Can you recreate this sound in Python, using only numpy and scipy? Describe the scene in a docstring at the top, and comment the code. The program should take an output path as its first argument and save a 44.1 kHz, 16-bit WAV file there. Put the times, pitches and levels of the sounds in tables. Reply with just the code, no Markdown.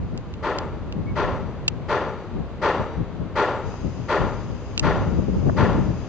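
"""Steel clangs ring out over a low rumble, one every 0.73 s: a pile driver across a canal.
Each hammer blow makes the steel pile ring, and echoes from banks and buildings smear it.
Wind buffets the microphone and grows stronger towards the end, over a hum of far traffic.
Close by, a hand-held camera clicks a few times and its zoom motor starts to hiss. A bird peeps once."""
import sys
import numpy as np
from scipy import signal
from scipy.fft import rfft, irfft
from scipy.io import wavfile
from scipy.ndimage import uniform_filter1d

SR = 44100
rng = np.random.default_rng(int(sys.argv[2]) if len(sys.argv) > 2 else 0)


def materialize(psi):
    """Save the field psi as 16-bit PCM at rate SR to the path in sys.argv[1].

    A 1-D psi becomes a single channel; in a 2-D psi each row is a channel.
    """
    bounded = np.clip(np.atleast_2d(psi).T, -1, 1)
    quanta = np.round(bounded * 32767).astype(np.int16)
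    wavfile.write(sys.argv[1], SR, quanta)


N = 268128
TIME = np.arange(N) / SR

# how much louder the blows are on the left: pitch_hz, left_minus_right_db
BLOW_PAN = [(400, 2.8), (900, 1.3), (1600, 4.4), (2750, 6.7), (5000, 9.2)]


def pile_driver(clatter_db=-14.0, ring_db=-23.5, fresh_db=-10, phase_wobble=0.2, strength_spread_db=2.0):
    """A hammer strikes steel. Every blow takes the same echo paths, so only a little is new each time."""
    # hammer blows: start_s, level_db
    blows = [(0.424, -5.5), (1.153, -4), (1.882, -3), (2.614, -1.15), (3.352, -0.9), (4.081, -1.7),
             (4.823, -3), (5.563, -3)]
    # tones of the steel pile: pitch_hz, relative_db, fade_s (time to fall by 60 dB)
    tones = [(309, -4.5, .9), (401, -7.5, 1.4), (449, -1, .7), (484, -5.5, .7), (534, -1, .7),
             (594, -2, .7), (831, -5, .55), (886, 0, .6), (935, 2, .6), (974, -6, .55), (1006, -2.5, .55),
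             (1034, -2.5, .55), (1093, -1, .6), (1116, -4, .6), (1184, -8, .65), (1220, -6, .7),
             (1307, -6, .7), (1386, -3, .72), (1444, -7.5, .65), (1697, -9.5, .55), (1733, -11, .55),
             (1837, -12, .55), (2796, -21, .7), (3472, -26, .9), (3860, -35, 1.8), (4597, -23.5, .9),
             (5848, -25, .95), (6419, -31, .9), (6762, -41, .8), (7278, -33, 1)]
    t, out = TIME[:2 ** 16], np.zeros((2, N + 2 * SR))
    shared_clatter, *changes = clatter(t, count=len(blows) + 1)
    phases = rng.uniform(0, 2 * np.pi, len(tones))
    rings = np.array([from_db(ring_db + db) * pile_ring(t, hz, fade_s) for hz, db, fade_s in tones])
    ring_pan = panned(at_hz(BLOW_PAN, np.array(tones)[:, 0]))
    octaves = np.log2(np.clip(np.fft.rfftfreq(len(t), 1 / SR), 250, 8000) / 1000)
    mean_db = np.mean(blows, axis=0)[1]
    for (start_s, level_db), change in zip(blows, changes):
        turn, strength = rng.standard_normal((2, len(tones)))
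        struck = from_db(strength_spread_db * strength) * np.exp(1j * (phases + phase_wobble * turn))
        ringing = ((ring_pan * struck) @ rings).real   # add up the tones on each side
        blow = from_db(clatter_db) * (shared_clatter + from_db(fresh_db) * change) + ringing
        tilt_db = 0.057 * (level_db - mean_db)   # per octave: harder blows are brighter
        start = round(start_s * SR)
        out[:, start:start + len(t)] += irfft(rfft(blow) * from_db(level_db + tilt_db * octaves))
    return out[:, :N]


def pile_ring(t, hz, fade_s, waver_depth=0.87, wavers_per_s=28):
    """One tone of the pile, as complex numbers. Its echoes overlap, so it wavers as it dies."""
    real, imaginary = rng.standard_normal((2, 200))
    waver = np.interp(t * wavers_per_s, np.arange(len(real)), real + 1j * imaginary) / np.sqrt(2)
    rise_s = 0.051 * (hz / 1000) ** 0.31   # high tones swell later
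    return echo_envelope(t, rise_s, fade_s) * (1 + waver_depth * waver) * np.exp(2j * np.pi * hz * t)


def clatter(t, count, slap_rise_s=0.0011, slap_fall_s=0.0075, slap_top_hz=2200):
    """Several versions of a blow scattered into countless echoes; a few dull slaps stand out."""
    # tone colour of the clatter: pitch_hz, relative_db
    colour = [(190, -14), (300, -5.5), (420, 1), (600, 4.5), (700, -3.5), (830, 3), (1100, -0.5),
              (1400, -3), (1590, -10), (1850, -9.5), (2300, -16.5), (3200, -20), (5000, -28), (7500, -43)]
    # how alike left and right are: pitch_hz, likeness (1 or more means the same)
    likeness = [(300, 2), (1000, 0.9), (2000, 1.5), (3500, 0), (7000, 0.5)]
    # how long the echoes take to build up: pitch_hz, rise_s
    rises = [(300, 0.038), (1000, 0.068), (1900, 0.013), (3000, 0.032), (7000, 0.0087)]
    # how long the echoes last: pitch_hz, fade_s
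    fades = [(250, 1), (600, 0.86), (1100, 0.64), (2200, 0.82), (4000, 0.63), (7500, 0.64)]
    # hard slaps back from walls and quays: delay_s, height (0-1, above the scattered sound)
    reflections = [(0.023, 0.9), (.031, 0.5), (0.048, 1), (0.069, 0.3), (.085, .9), (0.129, 0.5),
                   (0.157, 0.5)]
    spectra = rfft([stereo_noise(colour, likeness, size=len(t)) for _ in range(count)])
    octave = np.log2(np.fft.rfftfreq(len(t), 1 / SR) + 1)
    slaps = sum(height * np.exp(-abs(t - delay_s) / np.where(t < delay_s, slap_rise_s, slap_fall_s))
                for delay_s, height in reflections)
    out = 0
    for hz in 125 * 2 ** np.arange(0, 6.6, .5):   # bands half an octave apart
        band = irfft(spectra * np.maximum(1 - 2 * abs(octave - np.log2(hz)), 0), len(t))
        envelope = echo_envelope(t, at_hz(rises, hz), at_hz(fades, hz))
        envelope *= 1 + slaps / (1 + (hz / slap_top_hz) ** 2)
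        out = out + band * (envelope * panned(at_hz(BLOW_PAN, hz)))
    return out


def echo_envelope(t, rise_s, fade_s, tail_db=-20, tail_fade_s=1.4):
    """Echoes pile up, then die away; the far bank adds a faint long tail."""
    build = 1 - np.exp(-t / rise_s)
    return build * np.hypot(from_db(-60 * t / fade_s), from_db(tail_db - 60 * t / tail_fade_s))


def wind(steady_db=3.5, swell_db=2.3, buffet_db=-1, flap_db=-2, gusty_db=-24):
    """Swirls of air hit each microphone opening separately; stronger wind makes smaller, brighter ones."""
    # strength of the breeze: time_s, relative_db
    strength = [(0.0, -32), (0.32, -38.5), (1.03, -32.5), (2.18, -40), (3.27, -36), (3.42, -40),
                (4.35, -34.5), (4.64, -38), (5.0, -27), (5.33, -26), (5.59, -26), (5.79, -23.5),
                (5.96, -29), (6.08, -36.5)]
    # the breeze swings round to the left: time_s, left_minus_right_db
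    side = [(0, -1), (.6, 0.5), (1.6, 4), (6.08, 5)]
    # single shoves of air: peak_s, relative_db, width_s
    buffets = [(.15, -28.5, 0.038), (.985, -25, 0.028), (1.25, -31.5, 0.06), (1.78, -36.5, 0.081),
               (2.385, -24.5, 0.037), (2.81, -22, 0.012), (3.0, -21.5, 0.023), (3.215, -22.5, 0.0088),
               (3.68, -29, 0.023), (3.86, -22.5, 0.027), (4.23, -20, 0.029), (4.87, -19.5, 0.037),
               (5.195, -14.5, 0.0063), (5.29, -16.5, 0.0077), (5.475, -14.5, 0.015), (5.62, -17.5, 0.033),
               (5.79, -21, 0.021), (5.9, -21.5, .018)]
    # brief, brighter flaps of air: peak_s, relative_db, width_s
    flaps = [(3.742, -28, .002), (5.487, -26, 0.00177), (5.497, -15, 0.0023)]
    # tone colours of light wind, gusts and flaps: pitch_hz, relative_db
    light_colour = [(20, -10), (35, -7), (60, 0.5), (100, 2.5), (160, -2.5), (240, -8.5), (350, -20),
                    (600, -24), (1200, -47.5), (3000, -60.5)]
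    gust_colour = [(20, -17.5), (40, -7), (65, 0.5), (110, -1.5), (170, 2), (260, -5), (380, -10.5),
                   (600, -19.5), (1200, -37), (3000, -61.5)]
    flap_colour = [(200, -4), (600, 13), (1100, 4), (1700, -5), (2400, -36), (4000, -56)]
    breeze = from_db(in_time(strength) + steady_db + swell_db * swells(per_s=17)) * panned(in_time(side))
    flow = np.hypot(breeze, from_db(buffet_db) * puffs(buffets) * panned(pan_db=7.5))
    gust_share = flow ** 2 / (flow ** 2 + from_db(gusty_db) ** 2)
    light = np.sqrt(1 - gust_share) * swirls(light_colour, likeness=0.082)
    gusts = np.sqrt(gust_share) * swirls(gust_colour, likeness=0.054)
    flapping = from_db(flap_db) * puffs(flaps) * stereo_noise(flap_colour, likeness=0.26)
    return flow * (light + gusts) + flapping * panned(pan_db=-3.0)


def swirls(colour, likeness, window_s=0.081):
    """The rumble of churning air, evened out so that the wind's strength sets its level."""
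    noise = stereo_noise(colour, likeness)
    power = uniform_filter1d(noise ** 2, round(window_s * SR), axis=1)
    return rms_one(noise / np.sqrt(power + 1e-9))


def puffs(rows):
    """The bell-shaped rise and fall of short puffs of air."""
    return sum(from_db(db) * np.exp(-.5 * ((TIME - peak_s) / width_s) ** 2) for peak_s, db, width_s in rows)


def swells(per_s):
    """A random rise and fall, separate for left and right."""
    sides = rng.standard_normal((2, 400))
    return np.array([np.interp(TIME * per_s, np.arange(len(points)), points) for points in sides])


def camera_clicks(grit_db=-17, grit_s=0.0022, opposed=0.82, opposed_hz=2500):
    """Plastic parts slip and ring the case; its higher tones shake the two microphones opposite ways."""
    # snaps of the case: start_s, relative_db, brightness_db_per_octave
    clicks = [(0.1765, -23.5, 3), (.339, -27, -8), (0.586, -11, -3), (0.9245, -22.5, -11.5),
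              (1.6796, -2, 8), (1.6812, 2, -3.5), (4.7771, -3.5, -3.5), (4.7947, -6, 3), (4.796, -4, -0.5)]
    # tones of the case: pitch_hz, relative_db, fade_s
    tones = [(1320, -27, 0.0056), (2656, -13, 0.011), (2990, -13.5, 0.0052), (3600, -12.5, 0.0048),
             (4100, -17, 0.0048), (4940, -7, 0.002), (5850, -14, 0.003), (6970, -14, 0.003)]
    out, t = 0, TIME[:SR // 50]
    for hz, tone_db, fade_s in tones:
        force, octave = np.zeros(N), np.log2(hz / 4000)
        for start_s, db, tilt_db in clicks:
            slip = from_db(grit_db) * rng.standard_normal(len(t)) * np.exp(-t / grit_s)
            slip[0] = rng.choice([-1, 1])   # a sharp snap ahead of the gritty tail
            start = round(start_s * SR)
            force[start:start + len(t)] += from_db(db + tilt_db * octave) * slip
        decay, turn = from_db(-60 / (fade_s * SR)), 2 * np.pi * hz / SR   # per sample
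        ring = from_db(tone_db) * signal.lfilter([1], [1, -decay * np.exp(1j * turn)], force + 1e-18)
        left_lag = np.pi * opposed * min(hz / opposed_hz, 1)
        out = out + np.array([(ring * np.exp(-1j * left_lag)).imag, ring.imag])
    return out * panned(pan_db=-2)


def zoom_motor():
    """The camera's small motor starts a thin hiss a little past halfway."""
    # tone colour of the hiss: pitch_hz, relative_db
    colour = [(1500, -19.5), (2600, 9), (4000, -5.5), (4600, 0.5), (5000, 8.5), (5500, -1.5), (6300, 6),
              (7000, 0), (8000, -16)]
    # loudness of the motor: time_s, level_db
    loudness = [(0, -71.5), (3.58, -78.5), (3.66, -55.5), (4.6, -57.5), (6.08, -55.5)]
    return from_db(in_time(loudness)) * stereo_noise(colour, likeness=0.086) * panned(pan_db=10.5)


def bird(start_s=1.064, end_s=1.12, pitch_hz=2230, arch_hz=35, level_db=-43, echo_db=-12, echo_s=0.0177):
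    """One thin peep that rises and falls slightly in pitch, and its echo."""
    progress = np.clip((TIME - start_s) / (end_s - start_s), 0, 1)
    arch = np.abs(np.sin(np.pi * progress))
    peep = np.sqrt(arch) * np.sin(2 * np.pi * np.cumsum(pitch_hz + arch_hz * (arch - 1)) / SR)
    echo = from_db(echo_db) * np.interp(TIME - echo_s, TIME, peep)
    return from_db(level_db) * (peep + echo) * panned(pan_db=3)


def far_traffic():
    """Distant traffic blends into a low, nearly steady hum."""
    # tone colour of the hum: pitch_hz, relative_db
    colour = [(40, 7), (150, 1.5), (400, 1), (700, -6.5), (1100, -8), (1600, -15.5), (2500, -20.5),
              (4000, -26), (6000, -34), (8000, -39.5)]
    # how alike left and right are: pitch_hz, likeness (0-1)
    likeness = [(100, 0.94), (500, 1), (1000, 0.93), (2000, 0.63), (4000, 0.0039), (8000, 0)]
    # loudness of the hum: time_s, level_db
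    loudness = [(0, -40), (2, -38), (4, -38.5), (6.08, -37.5)]
    return from_db(in_time(loudness)) * stereo_noise(colour, likeness) * panned(pan_db=1.5)


def stereo_noise(colour, likeness, size=N):
    """Noise with a given tone colour and left-right likeness (a table or one value)."""
    hz = np.arange(size // 2 + 1) * SR / size
    alike = np.clip(at_hz(likeness, hz) if np.ndim(likeness) else likeness, -1, 1)
    mid, side = rfft(rng.standard_normal((2, size)))
    pair = np.sqrt(1 + alike) * mid + np.sqrt(1 - alike) * side * [[1], [-1]]
    edge_fade = 1 / np.sqrt((1 + (colour[0][0] / (hz + 1)) ** 6) * (1 + (hz / colour[-1][0]) ** 6))
    return rms_one(irfft(pair * edge_fade * from_db(at_hz(colour, hz)), size))


def from_db(db):
    """Turn decibels into a gain."""
    return 10 ** (np.asarray(db) / 20)


def rms_one(x):
    """Scale a sound to an average (rms) level of 1."""
    return x / np.sqrt(np.mean(x ** 2) + 1e-20)


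def in_time(rows):
    """Read a table of times and values at every sample."""
    return np.interp(TIME, *np.transpose(rows))


def at_hz(rows, hz):
    """Read a table at any pitch, with octaves evenly spaced."""
    pitches, values = np.transpose(rows)
    return np.interp(np.log(hz + 1e-9), np.log(pitches), values)


def panned(pan_db):
    """Left and right gains; above 0 dB the left is louder."""
    return from_db(np.array([[.5], [-.5]]) * pan_db)


def scene():
    """The pile driver over wind and traffic, with a bird and the camera's own noises."""
    background = far_traffic() + zoom_motor()
    return pile_driver() + wind() + camera_clicks() + bird() + background


def record(dry, notch_hz=5440, peak_limit=0.8, cutoff_hz=7700):
    """The camera drops a narrow slice of treble, rounds the highest peaks and cuts the top steeply."""
    notched = signal.lfilter(*signal.iirnotch(notch_hz, Q=16, fs=SR), dry)
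    rounded = notched / (1 + (notched / peak_limit) ** 6) ** (1 / 6)
    return signal.sosfilt(signal.butter(18, cutoff_hz, fs=SR, output="sos"), rounded)


dry = scene()
out = record(dry)
materialize(out)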